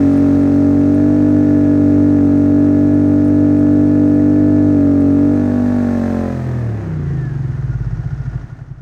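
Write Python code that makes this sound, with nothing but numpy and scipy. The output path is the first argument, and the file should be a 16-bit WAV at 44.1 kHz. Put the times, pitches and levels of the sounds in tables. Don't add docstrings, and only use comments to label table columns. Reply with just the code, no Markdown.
import sys
import numpy as np
from scipy import signal
from scipy.fft import rfft, irfft, next_fast_len
from scipy.io import wavfile

SR = 44100
rng = np.random.default_rng(int(sys.argv[2]) if len(sys.argv) > 2 else 0)


def bounce(signal):
    frames = np.transpose(np.atleast_2d(signal))
    limited = np.clip(frames, -1, 1)
    pcm = np.round(limited * 32767).astype(np.int16)
    wavfile.write(sys.argv[1], SR, pcm)


N = 388521
T = np.arange(N) / SR
KEY_OFF_S = 8.365

# (time [s], eased share [0-1], open share [0-1])
GRIP = [(5.28, 0.02, 1), (5.6, 0.81, 0.74), (6.25, 1, 0.81), (6.42, 1, 0.25), (6.7, 0.94, 0.22),
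        (7.8, 1, 0.04)]
# (time [s], level [dB])
MACHINE_LEVEL = [(0.15, -36.5), (0.7, -39), (2.8, -41), (5.1, -41), (6.1, -36.5), (6.65, -40), (7.1, -35.5),
                 (7.8, -39.5)]


def engine_note(cycle, hz, cruise_hz=49.1, flutter_db=1.5, swell=0.12, fires_at=.75, smear=.15):
    # (order of the cycle, relative level [dB])
    held_spectrum = [(1, -25.5), (2, -8), (3, -14), (4, -16), (5, -3.5), (6, 2.5), (7, -17.5), (8, -16),
                     (9, -19.5), (10, -16.5), (11, -41.5), (12, -20), (13, -16), (14, -34), (15, -34),
                     (16, -33), (17, -36.5), (18, -41), (19, -44.5), (20, -56), (21, -49.5), (22, -52),
                     (23, -49), (24, -44.5), (25, -38), (26, -37), (27, -40.5), (28, -50), (29, -38.5),
                     (30, -57)]
    eased_spectrum = [(1, -18), (2, -6), (3, -14), (4, -12.5), (5, 4), (6, -10), (7, -15.5), (8, -13.5),
                      (9, -15.5), (10, -13.5), (11, -26.5), (12, -14), (13, -14.5), (14, -23), (15, -21),
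                      (16, -23.5), (17, -36.5), (18, -26), (19, -40.5), (20, -36.5), (21, -35.5), (22, -37),
                      (23, -29), (24, -38), (25, -41.5), (26, -37), (27, -37.5), (28, -50), (29, -34.5),
                      (30, -40)]
    # (held level [dB], eased level [dB], slope with speed [dB/Hz])
    voicing = [(-19, -19.5, 0.26), (-17.5, -10.5, 1.5), (-11.7, -25, -0.36), (-24, -23.5, -0.3)]
    eased, opening = curves(GRIP)
    above_cruise = np.maximum(hz - cruise_hz, -5)
    held_db, eased_db = np.array(held_spectrum)[:, 1], np.array(eased_spectrum)[:, 1]
    held_lag, eased_lag = minimum_phase(held_db), minimum_phase(eased_db)
    shake = .001 * walk(60)
    angle = 2 * np.pi * ((cycle - fires_at + shake) % 1)
    count = len(held_db)
    groups = [range(4), [4], [5], range(6, count)]
    note = 0
    for group, (held_level, eased_level, slope) in zip(groups, voicing):
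        tone, power = 0, 0
        for k in group:
            size = undb(held_db[k]) + (undb(eased_db[k]) - undb(held_db[k])) * eased
            lag = held_lag[k] - np.pi * smear * k ** 2 / count
            lag += np.pi / 2 * (k % 2) * (k > count // 2)
            lag += (eased_lag[k] - held_lag[k]) * eased
            waver = (undb(flutter_db) - 1) * walk(35) + swell * walk(3)
            flutter = 1 + (1 - size) * waver
            tone += size * flutter * np.cos((k + 1) * angle + lag)
            power += size ** 2 / 2
        db = held_level + (eased_level - held_level) * eased + slope * above_cruise
        note += undb(db) * tone / np.sqrt(power)
    return note * opening


def exhaust_puffs(cycle, hz, boom_db=-25, header_db=-41):
    # (frequency [Hz], bandwidth [Hz], gain [dB])
    silencer_modes = [(51.8, 12, 3.5), (87.7, 18, -2), (112.7, 20.4, 3.5), (134.4, 27.2, 4.5),
                      (162, 21.3, -3)]
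    header_modes = [(212, 23, 4.5), (263, 60, -1.5), (325, 39, 3.5), (365.5, 65, -1), (429, 48, -6.5),
                    (710, 130, -20)]
    even = speed_share(hz, slow_hz=20.4, fast_hz=25.1)
    second_at = .635 + .068 * (1 - even)
    first = strikes(cycle, scatter_db=.6)
    second = undb(-8 * (1 - even)) * strikes(cycle - second_at, scatter_db=1.2)
    puffs = (first + second) * puff_size() * undb(-.5 * even)
    wake = 0.04 * bursts(puffs, decay_s=0.025)
    steepness = (hz / hz.max()) ** 0.98
    header = ring((puffs + wake) * steepness, header_modes)
    header = signal.sosfilt(signal.butter(2, 170, "high", fs=SR, output="sos"), header)
    boom = unit(ring(puffs, silencer_modes, passes=2))
    deep = signal.sosfiltfilt(signal.butter(3, 78, fs=SR, output="sos"), boom)
    starved = 1 - speed_share(hz, slow_hz=8.5, fast_hz=13)
    boom -= deep * (0.74 * even + .15 * starved)
    return undb(boom_db) * boom + undb(header_db) * unit(header)


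def puff_size(shut_s=6.246, rise_s=0.39, cut_s=.05, unfired_db=-9):
    grown = 1 - np.exp(-np.maximum(T - shut_s, 0) / rise_s)
    unfired = np.clip((T - KEY_OFF_S) / cut_s, 0, 1)
    return grown * undb(unfired_db * unfired)


def clatter(cycle, hz, locked_share=0.2, fast_db=3, grain_db=1.5):
    # (frequency [Hz], level [dB])
    casing_fast = [(60, -6), (300, -1.5), (700, 3), (880, -1.5), (1030, -3.5), (1260, -3), (1480, -6),
                   (1620, -3.5), (1740, -1), (1950, -7), (2200, -12), (2550, -12), (3000, -23),
                   (4500, -43.5)]
    casing_slow = [(60, -16), (250, 15), (400, 5), (560, -1), (700, 2), (900, -2), (1250, -2.5),
                   (1440, -1.5), (1580, -2), (1800, -1.5), (2300, -13), (3000, -19), (4500, -46)]
    pattern = colour(rng.standard_normal(N), [(700, 0), (3000, -4), (6000, -16)])
    pattern = pattern[:int(SR / hz.max())]
    position = (cycle + 0.0038 * walk(60)) % 1
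    locked = unit(np.interp(position, np.linspace(0, 1, len(pattern)), pattern))
    loose = unit(rng.standard_normal(N) * undb(grain_db * walk(280)))
    impacts = np.sqrt(locked_share) * locked + np.sqrt(1 - locked_share) * loose
    at_speed = undb(fast_db) * colour(valve_gate(cycle - .64) * impacts, casing_fast)
    near_idle = colour(valve_gate(cycle - .85, steady=2.6) * loose, casing_slow)
    fast = speed_share(hz)
    return machine_gain() * (np.sqrt(fast) * at_speed + np.sqrt(1 - fast) * near_idle)


def knocks(cycle, hz, first_at=.86, second_at=.4, second_db=-4, db=-16):
    # (frequency [Hz], bandwidth [Hz], gain [dB])
    cover_modes = [(674, 120, -7.5), (1436, 30, 1.5), (1800, 200, -32), (5600, 1100, -28.5)]
    first = strikes(cycle - first_at, scatter_db=0.5)
    second = undb(second_db) * strikes(cycle - second_at, scatter_db=4.5)
    slack = 1 - speed_share(hz, slow_hz=16, fast_hz=23)
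    raps = bursts((first + second) * slack, decay_s=.014)
    lowpass = signal.butter(2, 6500, fs=SR)
    return undb(db + dying_db()) * signal.lfilter(*lowpass, ring(raps, cover_modes))


def throttle_rasp(cycle, opens_at=0.51, decay_cycles=0.37, db=-37.5):
    # (frequency [Hz], level [dB])
    spectrum = [(500, -7.5), (850, -1), (1200, -4), (1750, 11), (2000, -10), (2300, -26.5),
                (5000, -36), (9000, -44.5)]
    eased, opening = curves(GRIP)
    gas = rng.standard_normal(N) * np.exp(-((cycle - opens_at) % 1) / decay_cycles)
    return undb(db) * eased * opening ** 2 * colour(gas, spectrum)


def gear_whine(cycle, hz, teeth_per_cycle=70, whine_db=-39, half_rate_db=-44.5):
    angle, tooth_hz = 2 * np.pi * teeth_per_cycle * cycle, teeth_per_cycle * hz
    meshing = speed_share(hz, slow_hz=19, fast_hz=23.8)
    meshing *= 1 - speed_share(hz, slow_hz=28.2, fast_hz=34)
    whine_gain = undb(whine_db + 1.7 * walk(60)) * casing_resonance(tooth_hz) * meshing
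    whine = whine_gain * np.cos(angle + .5 * walk(70))
    half_rate_gain = undb(half_rate_db + 1.7 * walk(20)) * casing_resonance(tooth_hz / 2)
    return whine + half_rate_gain * np.cos(angle / 2 + 0.68 * walk(60))


def casing_resonance(drive_hz, mode_hz=1749, half_width_hz=51):
    return 1 / np.hypot(1, (drive_hz - mode_hz) / half_width_hz)


def hiss(cycle, hz, grain_db=0.5, fast_db=-13.5, slow_db=-21.5):
    # (frequency [Hz], level [dB])
    hiss_fast = [(1800, -27), (3000, -2), (4000, 1), (4700, -1.5), (6400, -0.5), (7300, -6), (9000, -6.5),
                 (9900, -19), (11000, -28), (12200, -12.5), (14000, -14.5), (15500, -23.5)]
    hiss_slow = [(1800, -16), (3000, -1.5), (4100, -1.5), (5200, -2.5), (6700, -2.5), (7300, -9.5),
                 (9000, -11), (11000, -31), (12200, -21), (15500, -29)]
    grains = rng.standard_normal(N) * undb(grain_db * walk(700))
    grains *= valve_gate(cycle - .64, decay_cycles=0.28, steady=2)
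    at_speed = undb(fast_db) * colour(grains, hiss_fast)
    near_idle = undb(slow_db) * colour(grains, hiss_slow)
    fast = speed_share(hz)
    return machine_gain() * (fast * at_speed + (1 - fast) * near_idle)


def buzz(cycle, chance=.14, light_db=-51, db=-73):
    # (time [s], relative level [dB])
    ticks = [(0.1315, -43.5), (0.174, -45), (0.43, -49), (1.9879, -48), (3.2774, -45.5), (5.121, -48)]
    # (frequency [Hz], level [dB])
    spectrum = [(5000, -25), (8000, -11), (9100, 1.5), (9500, -5), (10200, -33.5)]
    eased, _ = curves(GRIP)
    taps = undb(light_db) * strikes(cycle, scatter_db=3.5) * (rng.random(N) < chance) * (1 - eased)
    for time_s, tick_db in ticks:
        taps[int(time_s * SR)] += undb(tick_db)
    return undb(db) * colour(bursts(taps, decay_s=0.0078), spectrum)


def engine_speed(coast_s=1.2405, limit_hz=3.575):
    # (time [s], four-stroke cycle rate [Hz])
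    hand_speed = [(0.0, 46.75), (0.85, 47.66), (1.09, 49.33), (1.41, 49.28), (1.76, 48.42), (2.12, 48.72),
                  (2.22, 47.78), (2.8, 48.64), (3.85, 49.18), (4.09, 48.96), (4.43, 49.65), (4.73, 48.99),
                  (4.8, 47.59), (5.09, 47.09), (5.4, 48.92), (5.68, 49.06), (6.2, 45.2), (6.57, 40.4)]
    hz, = curves(hand_speed)
    elapsed_s = np.maximum(T - hand_speed[-1][0], 0)
    return limit_hz + (hz - limit_hz) * np.exp(-elapsed_s / coast_s)


def speed_share(hz, slow_hz=30, fast_hz=45):
    return np.clip((hz - slow_hz) / (fast_hz - slow_hz), 0, 1)


def valve_gate(cycle, decay_cycles=0.04, steady=0.47):
    first = np.exp(-(cycle % 1) / decay_cycles)
    second = 0.54 * np.exp(-((cycle - 0.36) % 1) / decay_cycles)
    return steady + first + second


def machine_gain():
    db, = curves(MACHINE_LEVEL)
    return undb(db + dying_db())


def dying_db(db_per_s=23.5):
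    return -db_per_s * np.maximum(T - KEY_OFF_S, 0)


def strikes(turns, scatter_db):
    at = np.flatnonzero(np.diff(np.floor(turns)) > 0)
    x = np.zeros(N)
    x[at] = undb(scatter_db * rng.standard_normal(len(at)))
    return x


def bursts(impulses, decay_s):
    envelope = signal.lfilter([1], [1, -np.exp(-1 / (decay_s * SR))], impulses)
    return envelope * rng.standard_normal(N)


def ring(x, modes, passes=1):
    out = 0
    for k, (hz, width, db) in enumerate(modes):
        section = np.concatenate(signal.iirpeak(hz, hz / width, fs=SR))
        out += (-1) ** k * undb(db) * signal.sosfilt([section] * passes, x + 1e-18)
    return out


def colour(x, spectrum):
    hz, db = np.transpose(spectrum)
    size = next_fast_len(N)
    f = np.maximum(np.fft.rfftfreq(size, 1 / SR), 1)
    gain = undb(np.interp(np.log(f), np.log(hz), db))
    gain *= np.minimum(f / hz[0], 1) ** 2
    return unit(irfft(rfft(x, size) * gain, size)[:N])


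def minimum_phase(db):
    cepstrum = irfft(np.r_[db[0], db, db[-1]] * np.log(10) / 20)
    half = len(cepstrum) // 2
    return 2 * rfft(cepstrum[:half], 2 * half).imag[1:-1]


def walk(rate_hz):
    step = max(int(SR / rate_hz), 2)
    levels = 0.94 * rng.standard_normal(N // step + 2)
    ramps = levels[:-1, None] + np.diff(levels)[:, None] * (np.arange(step) / step)
    return ramps.ravel()[:N]


def curves(table):
    times, *columns = np.transpose(table)
    return [np.interp(T, times, column) for column in columns]


def undb(db):
    return 10 ** (np.asarray(db) / 20)


def unit(x):
    return x / np.sqrt(np.mean(x ** 2))


def scene(strong_puff_s=8.187, hunt_cycles=.009):
    hz = engine_speed()
    cycle = np.cumsum(hz) / SR
    cycle -= np.interp(strong_puff_s, T, cycle)
    cycle += hunt_cycles * walk(7)
    gas = engine_note(cycle, hz) + throttle_rasp(cycle) + exhaust_puffs(cycle, hz) + hiss(cycle, hz)
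    metal = clatter(cycle, hz) + gear_whine(cycle, hz) + knocks(cycle, hz) + buzz(cycle)
    return (gas + metal)[None]


def record(dry, fade_s=.004, top_hz=15700):
    fade_in = np.minimum(T / fade_s, 1)
    return signal.sosfilt(signal.ellip(8, .2, 70, top_hz, fs=SR, output="sos"), dry * fade_in)


dry = scene()
out = record(dry)
bounce(out)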